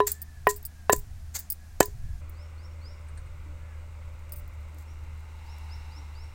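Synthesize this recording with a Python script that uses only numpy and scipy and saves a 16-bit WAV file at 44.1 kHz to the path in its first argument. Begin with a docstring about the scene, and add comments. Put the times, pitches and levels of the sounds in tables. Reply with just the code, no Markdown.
"""A long wooden pestle pounds moist food in a stone mortar outdoors. Each impact excites the modes of shaft and
bowl; the squeezed mash squelches as wet films burst, and glass bangles clink on the wrist. From 2.2 s the
background changes; fingertips tap and a hand gathers the mash. A distant engine hums throughout, with light
wind, a far machine, a passing vehicle and a few birds."""
import sys
import numpy as np
from scipy import signal
from scipy.fft import rfft, irfft, next_fast_len
from scipy.io import wavfile
from scipy.ndimage import uniform_filter1d

SR = 44100
rng = np.random.default_rng(int(sys.argv[2]) if len(sys.argv) > 2 else 0)


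def materialize(psi):
    """Save the field psi as 16-bit PCM at rate SR to the path in sys.argv[1].

    A 1-D psi becomes a single channel; in a 2-D psi each row is a channel.
    """
    bounded = np.clip(np.atleast_2d(psi).T, -1, 1)
    quanta = np.round(bounded * 32767).astype(np.int16)
    wavfile.write(sys.argv[1], SR, quanta)


N = 279594
TIME = np.arange(N) / SR
AGE = TIME[:SR // 2]  # time since the start of one event

# open-air hush, before and after 2.2 s: frequency_hz, relative_db
EARLY_HUSH_SPECTRUM = [(110, -19), (180, -4), (389, -22.5), (599, -20.5), (722, -14), (793, -18.5),
                       (1070, -22), (1370, -21), (1650, -19.5), (2310, -23), (3120, -27.5), (6260, -25.5),
                       (16000, -34)]
LATE_HUSH_SPECTRUM = [(200, 3), (400, -1), (560, -0.5), (680, -4.5), (900, 0), (1450, 0), (1750, -9.5),
                      (2080, 0), (2400, -4.5), (2850, -10), (3120, -14), (5200, -17.5), (8000, -15.5),
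                      (10500, -24.5), (16000, -23.5)]
# wind rumble: frequency_hz, relative_db
WIND_SPECTRUM = [(12, 13), (35, 7), (60, 5), (100, 0.5), (145, -6.5), (200, -41), (300, -34)]
# gusts: peak_s, half_width_s, level_db
WIND_GUSTS = [(0.976, .025, -29.5), (1.15, 0.17, -48), (2.096, 0.16, -42.5)]
# noise bands of a far machine: centre_hz, width_hz, level_db
MACHINE_BANDS = [(527, 31, -69.5), (587, 10.5, -66.5), (2086, 70, -78), (2845, 56, -77.5), (3680, 480, -80)]
# far tyres: frequency_hz, relative_db
TYRE_SPECTRUM = [(400, -31), (720, -8.5), (890, 7.5), (1080, -7), (1750, -13.5), (2130, -3), (2450, -14),
                 (2780, -0.5), (3150, -21.5), (3950, -7.5), (4500, -18.5), (5300, -14.5), (6500, -20),
                 (16000, -31)]
# firing rate of the engine: time_s, rate_hz
FIRING_RATE = [(0, 78), (2.1, 77.5), (2.5, 79.8), (4.4, 77.74), (6.34, 76)]
# rising chirps of a small bird: start_s, length_s, start_hz, level_db, tip_accent_db
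BIRD_CHIRPS = [(2.34, 0.13, 4140, -66.5, 5), (2.575, 0.11, 4150, -66, 10), (2.81, .14, 4140, -61, -6),
               (4.868, .07, 5200, -68.5, -3), (5.452, 0.099, 4270, -63, 5), (5.696, .07, 4430, -55.5, -1),
               (5.904, 0.11, 4300, -61, -4), (6.146, 0.12, 4340, -62.5, 5)]
# arched whistles of a far bird: start_s, length_s, start_hz, level_db
BIRD_WHISTLES = [(0.106, 0.33, 1730, -62.5), (0.597, 0.29, 1620, -67.5), (1.543, 0.21, 1640, -67.5),
                 (1.955, 0.25, 1640, -71), (3.573, 0.22, 1666, -67)]
# evenly paced hoots of a far bird: start_s, level_db
BIRD_HOOTS = [(2.21, -60.5), (3.459, -55.5), (4.732, -56), (5.961, -57)]
# fingertips tap the stone: start_s, level_db
FINGER_TAPS = [(3.008, -62), (3.083, -53.5), (3.173, -47.5), (3.258, -61), (6.235, -59)]
# a fingertip on gritty stone: frequency_hz, relative_db
FINGER_SPECTRUM = [(1100, -18), (1600, 10.5), (2200, -26), (3600, -15), (4300, -3), (5200, -18), (7400, -9),
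                   (8700, 1), (9600, -10), (10800, -24), (15000, -30)]
# bangles knock together: start_s, peak_db, chatter_s
BANGLE_CLINKS = [(0.07, -13.5, 0.0031), (0.117, -12, 0.00024), (0.2175, -22.5, 0.01),
                 (0.472, -20.5, 0.0017), (0.561, -31, 0.022), (0.6275, -37.5, 0), (0.651, -21.5, 0.018),
                 (0.8993, -24, 0), (0.962, -23.5, 0), (0.981, -33, .024), (1.39, -23.5, 0.014),
                 (1.501, -14, .008), (1.5203, -18, 0.0083), (1.856, -23, .004), (2.2947, -38.5, 0),
                 (4.3208, -27.5, 0.019), (4.36, -36.5, 0.047), (4.4767, -45, 0)]
# modes of a glass hoop: pitch_hz, level_db, t60_s
BANGLE_MODES = [(4660, -20.5, 0.037), (4940, -16.5, 0.022), (6640, -18.5, .015), (8100, -6.5, 0.015),
                (8780, -5.5, 0.019), (9400, -10, 0.045), (9450, -16, 0.019), (10250, -14, 0.037),
                (12610, -14, 0.018), (12560, 0.5, 0.018), (13430, -16, 0.022), (14130, -2, 0.03),
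                (14950, -8.5, 0.013), (15750, 4.5, 0.031), (15500, -11.5, 0.013)]
# the pestle squeezes the mash: start_s, level_db, swell_s, length_s, tilt_db_per_octave, cavity_hz, seep_db
MASH_SQUEEZES = [(0.0651, -27, .005, .017, -0.5, 7600, -6.5), (0.485, -30, .008, 0.027, 1, 7500, -12),
                 (0.9182, -18, 0.01, 0.015, 1.5, 7260, -19.5), (1.336, -30.5, 0.02, 0.033, -1.5, 6700, -8),
                 (1.8017, -14, 0.0032, .006, 0, 7305, -29), (1.826, -26.5, 0.0032, 0.0052, -1.5, 6590, -15)]
# crackle of wet mash: frequency_hz, relative_db
MASH_SPECTRUM = [(150, -27), (400, -16), (1200, -12), (1800, -5), (3000, -14.5), (4600, -3.5), (5700, -7),
                 (7400, 1), (8800, -4.5), (10000, -7), (11000, -9.5), (12500, -2), (15500, -4)]
# the pestle bottoms in the mash: start_s, level_db, contact_ms
CUSHIONED_BLOWS = [(0.9301, 0.5, 1.6), (0.9314, -11, 2.8), (1.8045, 3.5, 1.17), (1.88, -27, 2)]
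# air pocket under the tip: pitch_hz, level_db, t60_s
POCKET_MODES = [(222, -15.5, 0.0075), (350, -2, 0.014), (524, 1, 0.008), (690, -13.5, 0.0058)]
# grit crushed at the contact: frequency_hz, relative_db
GRIT_SPECTRUM = [(150, -4), (700, 0.5), (1500, -5.5), (2700, -5), (4000, -12.5), (6500, -22.5),
                 (15000, -24.5)]
# heavy stone bowl on soft ground, damped by the food: pitch_hz, level_db, t60_s
BOWL_MODES = [(165, -19.5, 0.016), (617, -22, 0.029), (737, -6, .015), (860, -5, 0.0085),
              (1220, -27, 0.012), (1470, -16.5, 0.023)]
# bending modes of the shaft: pitch_hz, level_db, t60_s, sideways_coupling, rim_coupling
SHAFT_MODES = [(414.4, -10.5, 0.17, 0.051, -0.22), (1007, -5.5, 0.098, 0.27, -.2),
               (1740, -14.5, .065, -0.35, -0.022), (1878, -14.5, 0.086, 0.27, 0.55),
               (2517, -22, .03, 0, 0.93), (2640, -17, 0.028, -.5, -0.1), (2870, -19.5, 0.043, 0.43, -0.058),
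               (3070, -30.5, 0.052, -0.32, 0.98), (3880, -28, 0.13, -0.24, -0.62), (4500, -37, .03, 0, .3),
               (6400, -27, 0.041, -0.54, -.3)]
# pestle meets stone: start_s, level_db, contact_ms, shaft_db, sideways_db, rim_db, clack_db, grit_db
HARD_BLOWS = [(0.0026, -6, 0.59, 0, 3, -13.5, -5, -20), (0.4698, -4, 0.39, -0.5, 6.5, 9, 0.5, -27.5),
              (0.8962, -0.5, 0.39, -4, -13, 2.5, -1, -25), (0.9308, -17, 0.52, -1.5, -11, -4, 4, -11),
              (1.8067, -2.5, 0.44, -6.5, -22.5, 14, 1.5, -17),
              (1.8267, -25.5, 0.19, -1.5, 4, 2.5, -17.5, -15.5)]


def undb(db):
    """Decibels to amplitude ratio."""
    return 10 ** (np.asarray(db) / 20)


def unit(x):
    """Normalisation to rms 1."""
    return x / np.sqrt(np.mean(x ** 2))


def curve(rows):
    """Linear interpolation of (time_s, value) points."""
    return np.interp(TIME, *np.transpose(rows))


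def add(out, start_s, sound):
    """Superposition: a sound sums into the mix from start_s."""
    start = max(int(start_s * SR), 0)
    out[start:start + len(sound)] += sound[:N - start]


def colour(x, points, tilt_db=0):
    """Spectral shaping by (frequency_hz, relative_db) points and a tilt per octave; rms 1."""
    hz, db = np.transpose(points)
    size = next_fast_len(len(x))
    octave = np.log2(np.fft.rfftfreq(size, 1 / SR) + 1)
    octaves_outside = np.maximum(np.log2(hz[0]) - octave, 0) + np.maximum(octave - np.log2(hz[-1]), 0)
    gain_db = np.interp(octave, np.log2(hz), db) + tilt_db * octave - 24 * octaves_outside
    return unit(irfft(rfft(x, size) * undb(gain_db), size)[:len(x)])


def noise(points, size=N, tilt_db=0):
    """Stationary Gaussian noise with a given spectrum."""
    return colour(rng.standard_normal(size), points, tilt_db)


def walk(rate_hz):
    """Smooth random modulation with rms 1."""
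    hold = int(SR / rate_hz)
    steps = np.repeat(rng.standard_normal(N // hold + 1), hold)
    return unit(uniform_filter1d(steps, hold)[:N])


def fade(t60_s, hold_s=0):
    """Exponential decay: after hold_s the level falls 60 dB every t60_s."""
    return np.exp(-np.log(1000) * np.maximum(AGE - hold_s, 0) / t60_s)


def ring(hz, db, t60_s, phase):
    """Free vibration of one damped mode."""
    return undb(db) * fade(t60_s) * np.sin(2 * np.pi * hz * AGE + phase)


def body(modes, phase_step=np.pi):
    """Modal superposition; neighbouring modes of a bending shaft have opposite phase."""
    return sum(ring(hz, db, t60, np.pi / 2 + k * phase_step) for k, (hz, db, t60) in enumerate(modes))


def push(response, contact_ms):
    """Convolution with a smooth force pulse: longer contact gives a duller sound."""
    progress = AGE[:SR // 100] / (contact_ms / 1000)
    force = progress * np.exp(-5 * progress)
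    return signal.fftconvolve(response, force / force.sum())[:len(response)]


def outdoors(x, wet_db, t60_s):
    """Scattering from ground and plants adds a thin tail to the direct sound."""
    tail = rng.standard_normal(len(AGE)) * fade(t60_s) * (1 - fade(0.0067))
    return x + undb(wet_db) * signal.fftconvolve(x, tail / np.linalg.norm(tail))[:N]


def later_background(at_s=2.21, crossfade_s=0.0037):
    """Linear crossfade of the background: 0 before 2.21 s, 1 after it."""
    return np.clip((TIME - at_s) / crossfade_s + .5, 0, 1)


def hush(early_db=-59, late_db=-57.5):
    """Broadband ambient noise, whose spectrum changes at 2.2 s."""
    late = later_background()
    early_hush = (1 - late) * undb(early_db) * noise(EARLY_HUSH_SPECTRUM)
    return early_hush + late * undb(late_db) * noise(LATE_HUSH_SPECTRUM)


def wind(breeze_db=-46.5):
    """Pressure fluctuations of a breeze rumble at the listening point and swell in gusts."""
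    gusts = sum(undb(db) * np.exp(-((TIME - peak_s) / half_s) ** 2) for peak_s, half_s, db in WIND_GUSTS)
    return (undb(breeze_db) + gusts) * undb(2.7 * walk(6)) * noise(WIND_SPECTRUM)


def machine():
    """Narrow-band noise: a far machine drones in the background heard after 2.2 s."""
    drone = np.zeros(N)
    for hz, width, db in MACHINE_BANDS:
        band = [(hz - 2 * width, -45), (hz - width / 2, -3), (hz + width / 2, -3), (hz + 2 * width, -45)]
        drone += undb(db + 0.57 * walk(5.6)) * noise(band)
    easing_off = curve([(4.65, 0.93), (5.1, 0.16)])
    return drone * later_background() * easing_off


def vehicle(nearest_s=5.75, half_power_s=0.3, level_db=-55):
    """Spherical spreading: the tyre noise of a passing vehicle varies inversely with distance."""
    relative_distance = np.hypot(1, (TIME - nearest_s) / half_power_s)
    return later_background() * undb(level_db + walk(7)) / relative_distance * noise(TYRE_SPECTRUM)


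def engine(early_db=-46.5, late_db=-41, throb_db=1.1, wander=.012, overtone_db=-25):
    """Periodic firing, throbbing unevenly: only the fundamental and a faint octave carry this far."""
    firing_hz = curve(FIRING_RATE) * (1 + wander * walk(15))
    phase = 2 * np.pi * np.cumsum(firing_hz) / SR
    tone = np.sqrt(2) * (np.sin(phase) + undb(overtone_db) * np.sin(2 * phase))
    level_db = early_db + (late_db - early_db) * later_background()
    return undb(level_db + throb_db * walk(15)) * tone


def whistle(length_s, start_hz, end_hz, arch_hz, hook_hz=0, tip_db=0, waver=0.0046, flutter_db=2):
    """Frequency modulation: a sine follows an arched glide whose tip may be accented and hook down."""
    size = int(length_s * SR)
    along = np.linspace(0, 1, size)
    hz = start_hz + (end_hz - start_hz) * along + arch_hz * np.sin(np.pi * along) - hook_hz * along ** 12
    hz *= 1 + waver * walk(151.3)[:size]
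    envelope = np.sqrt(2 * np.abs(np.sin(np.pi * along)))
    envelope *= undb(tip_db * along ** 4 + flutter_db * walk(53.6)[:size])
    return envelope * np.sin(2 * np.pi * np.cumsum(hz) / SR)


def birds():
    """Nearly pure tones with scattered tails: chirps nearby, whistles and low hoots far away."""
    near, far = np.zeros(N), np.zeros(N)
    for start_s, length_s, start_hz, db, tip_db in BIRD_CHIRPS:
        chirp = whistle(length_s, start_hz, end_hz=5780, arch_hz=199, hook_hz=470,
                        tip_db=tip_db, waver=0.0087, flutter_db=3)
        add(near, start_s, undb(db) * chirp)
    for start_s, length_s, start_hz, db in BIRD_WHISTLES:
        call = whistle(length_s, start_hz, end_hz=start_hz - 90, arch_hz=91, waver=.014)
        add(far, start_s, undb(db) * call)
    for start_s, db in BIRD_HOOTS:
        add(far, start_s, undb(db) * whistle(length_s=0.058, start_hz=303, end_hz=281, arch_hz=9.4))
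    return outdoors(near, wet_db=-7.5, t60_s=0.62) + outdoors(far, wet_db=-5.5, t60_s=0.34)


def gathering(start_s=4.1, end_s=5.8, crumbs_per_s=19, crumb_db=-63.5, scoop_s=4.805, scoop_db=-62):
    """A Poisson process: moist crumbs tick at random under the hand, with one soft scoop."""
    working = (TIME > start_s) & (TIME < end_s)
    onsets = working * (rng.random(N) < crumbs_per_s / SR)
    impulses = onsets * undb(crumb_db + 4 * rng.standard_normal(N))
    crumbs = signal.fftconvolve(impulses, fade(t60_s=0.03))[:N]
    scoop = undb(scoop_db + 3.4 * walk(200)) * np.exp(-((TIME - scoop_s) / 0.025) ** 2)
    return (crumbs + scoop) * noise(MASH_SPECTRUM, tilt_db=1)


def fingers(t60_s=0.081, press_s=0.004):
    """Soft impacts: fingertips on gritty stone give decaying bursts of noise."""
    out = np.zeros(N)
    envelope = fade(t60_s) * np.minimum(AGE / press_s, 1)
    for start_s, db in FINGER_TAPS:
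        add(out, start_s, undb(db) * noise(FINGER_SPECTRUM, len(AGE)) * envelope)
    return out


def clink(detune=0.031, scatter_db=4, tick_db=1, attack_s=0.0012):
    """Free vibration of two slightly unlike glass hoops, with a friction tick as they slide; peak 1."""
    hoops = 0
    for _ in range(2):
        deviations = rng.standard_normal((len(BANGLE_MODES), 3))
        for (hz, db, t60_s), (pitch, level, phase) in zip(BANGLE_MODES, deviations):
            hoops += ring(hz * (1 + detune * pitch), db + scatter_db * level, t60_s, np.pi * phase)
    tick = noise([mode[:2] for mode in BANGLE_MODES], len(AGE)) * fade(t60_s=0.019)
    touch = (hoops + undb(tick_db) * tick) * np.minimum(AGE / attack_s, 1)
    return touch / np.abs(touch).max()


def bangles(count=12, gap_s=.0055, jitter=0.36, drop_db=13):
    """Inelastic collisions: jolted by the wrist, the hoops rebound unevenly in ever weaker touches."""
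    out = np.zeros(N)
    touches = [clink() for _ in range(count)]
    for start_s, db, chatter_s in BANGLE_CLINKS:
        gaps = gap_s * np.exp(jitter * rng.standard_normal(count))
        for delay_s, which in zip(np.cumsum(gaps) - gaps[0], rng.permutation(count)):
            if delay_s <= chatter_s:
                touch_db = db - drop_db * delay_s / (chatter_s + gap_s)
                add(out, start_s + delay_s, undb(touch_db) * touches[which])
    return out


def mash(bursts_per_s=6000, scatter_db=3, hiss=.55, cavity_db=3, cavity_width_hz=1100, pop_db=2):
    """Cavity resonance colours the crackle of bursting wet films and the hiss of escaping air."""
    out = np.zeros(N)
    size = len(AGE)
    for start_s, db, swell_s, length_s, tilt_db, cavity_hz, seep_db in MASH_SQUEEZES:
        bursts = (rng.random(size) < bursts_per_s / SR) * rng.choice([-1, 1], size)
        bursts = bursts * undb(scatter_db * rng.standard_normal(size))
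        crackle = colour(unit(bursts) + hiss * rng.standard_normal(size), MASH_SPECTRUM, tilt_db)
        cavity = signal.lfilter(*signal.iirpeak(cavity_hz, cavity_hz / cavity_width_hz, fs=SR), crackle)
        squelch = unit(crackle + undb(cavity_db) * cavity)
        # the squeeze lets go quickly, juice seeps on, and the cavity pops at the release
        release = fade(t60_s=0.012, hold_s=length_s)
        seep = undb(seep_db) * fade(t60_s=0.2, hold_s=length_s)
        pop = undb(pop_db) * (AGE > length_s) * fade(t60_s=0.0037, hold_s=length_s)
        squeeze = np.minimum(AGE / swell_s, 1) ** 2 * np.maximum(release, seep)
        add(out, start_s, undb(db) * np.hypot(squeeze, pop) * squelch)
    return out


def pestle(grit_t60_s=0.023):
    """Impact excitation: hard blows ring shaft and bowl and crush grit; soft ones thump trapped air."""
    out = np.zeros(N)
    bowl = body(BOWL_MODES, phase_step=0)
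    for start_s, db, contact_ms, shaft_db, side_db, rim_db, clack_db, grit_db in HARD_BLOWS:
        # a blow landing sideways or on the rim of the tip favours different bending modes
        shaft = body([(hz, mode_db + side * side_db + rim * rim_db, t60_s)
                      for hz, mode_db, t60_s, side, rim in SHAFT_MODES])
        blow = push(undb(clack_db) * bowl - undb(shaft_db) * shaft, contact_ms)
        grit = undb(grit_db) * noise(GRIT_SPECTRUM, len(AGE)) * fade(grit_t60_s)
        add(out, start_s, undb(db) * (blow + grit))
    for start_s, db, contact_ms in CUSHIONED_BLOWS:
        add(out, start_s, undb(db) * push(body(POCKET_MODES), contact_ms))
    return out


def scene():
    """Superposition of the work at the mortar and its surroundings, in one channel."""
    work = outdoors(pestle() + mash() + bangles() + fingers(), wet_db=-20.5, t60_s=0.086)
    surroundings = birds() + engine() + hush() + machine() + vehicle() + wind()
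    return (work + surroundings + gathering())[None]


def record(dry, cutoff_hz=15900):
    """Hard clipping at full scale, then a steep low-pass filter."""
    lowpass = signal.ellip(8, .2, 70, cutoff_hz, fs=SR, output="sos")
    return signal.sosfilt(lowpass, np.clip(dry, -1, 1))


dry = scene()
out = record(dry)
materialize(out)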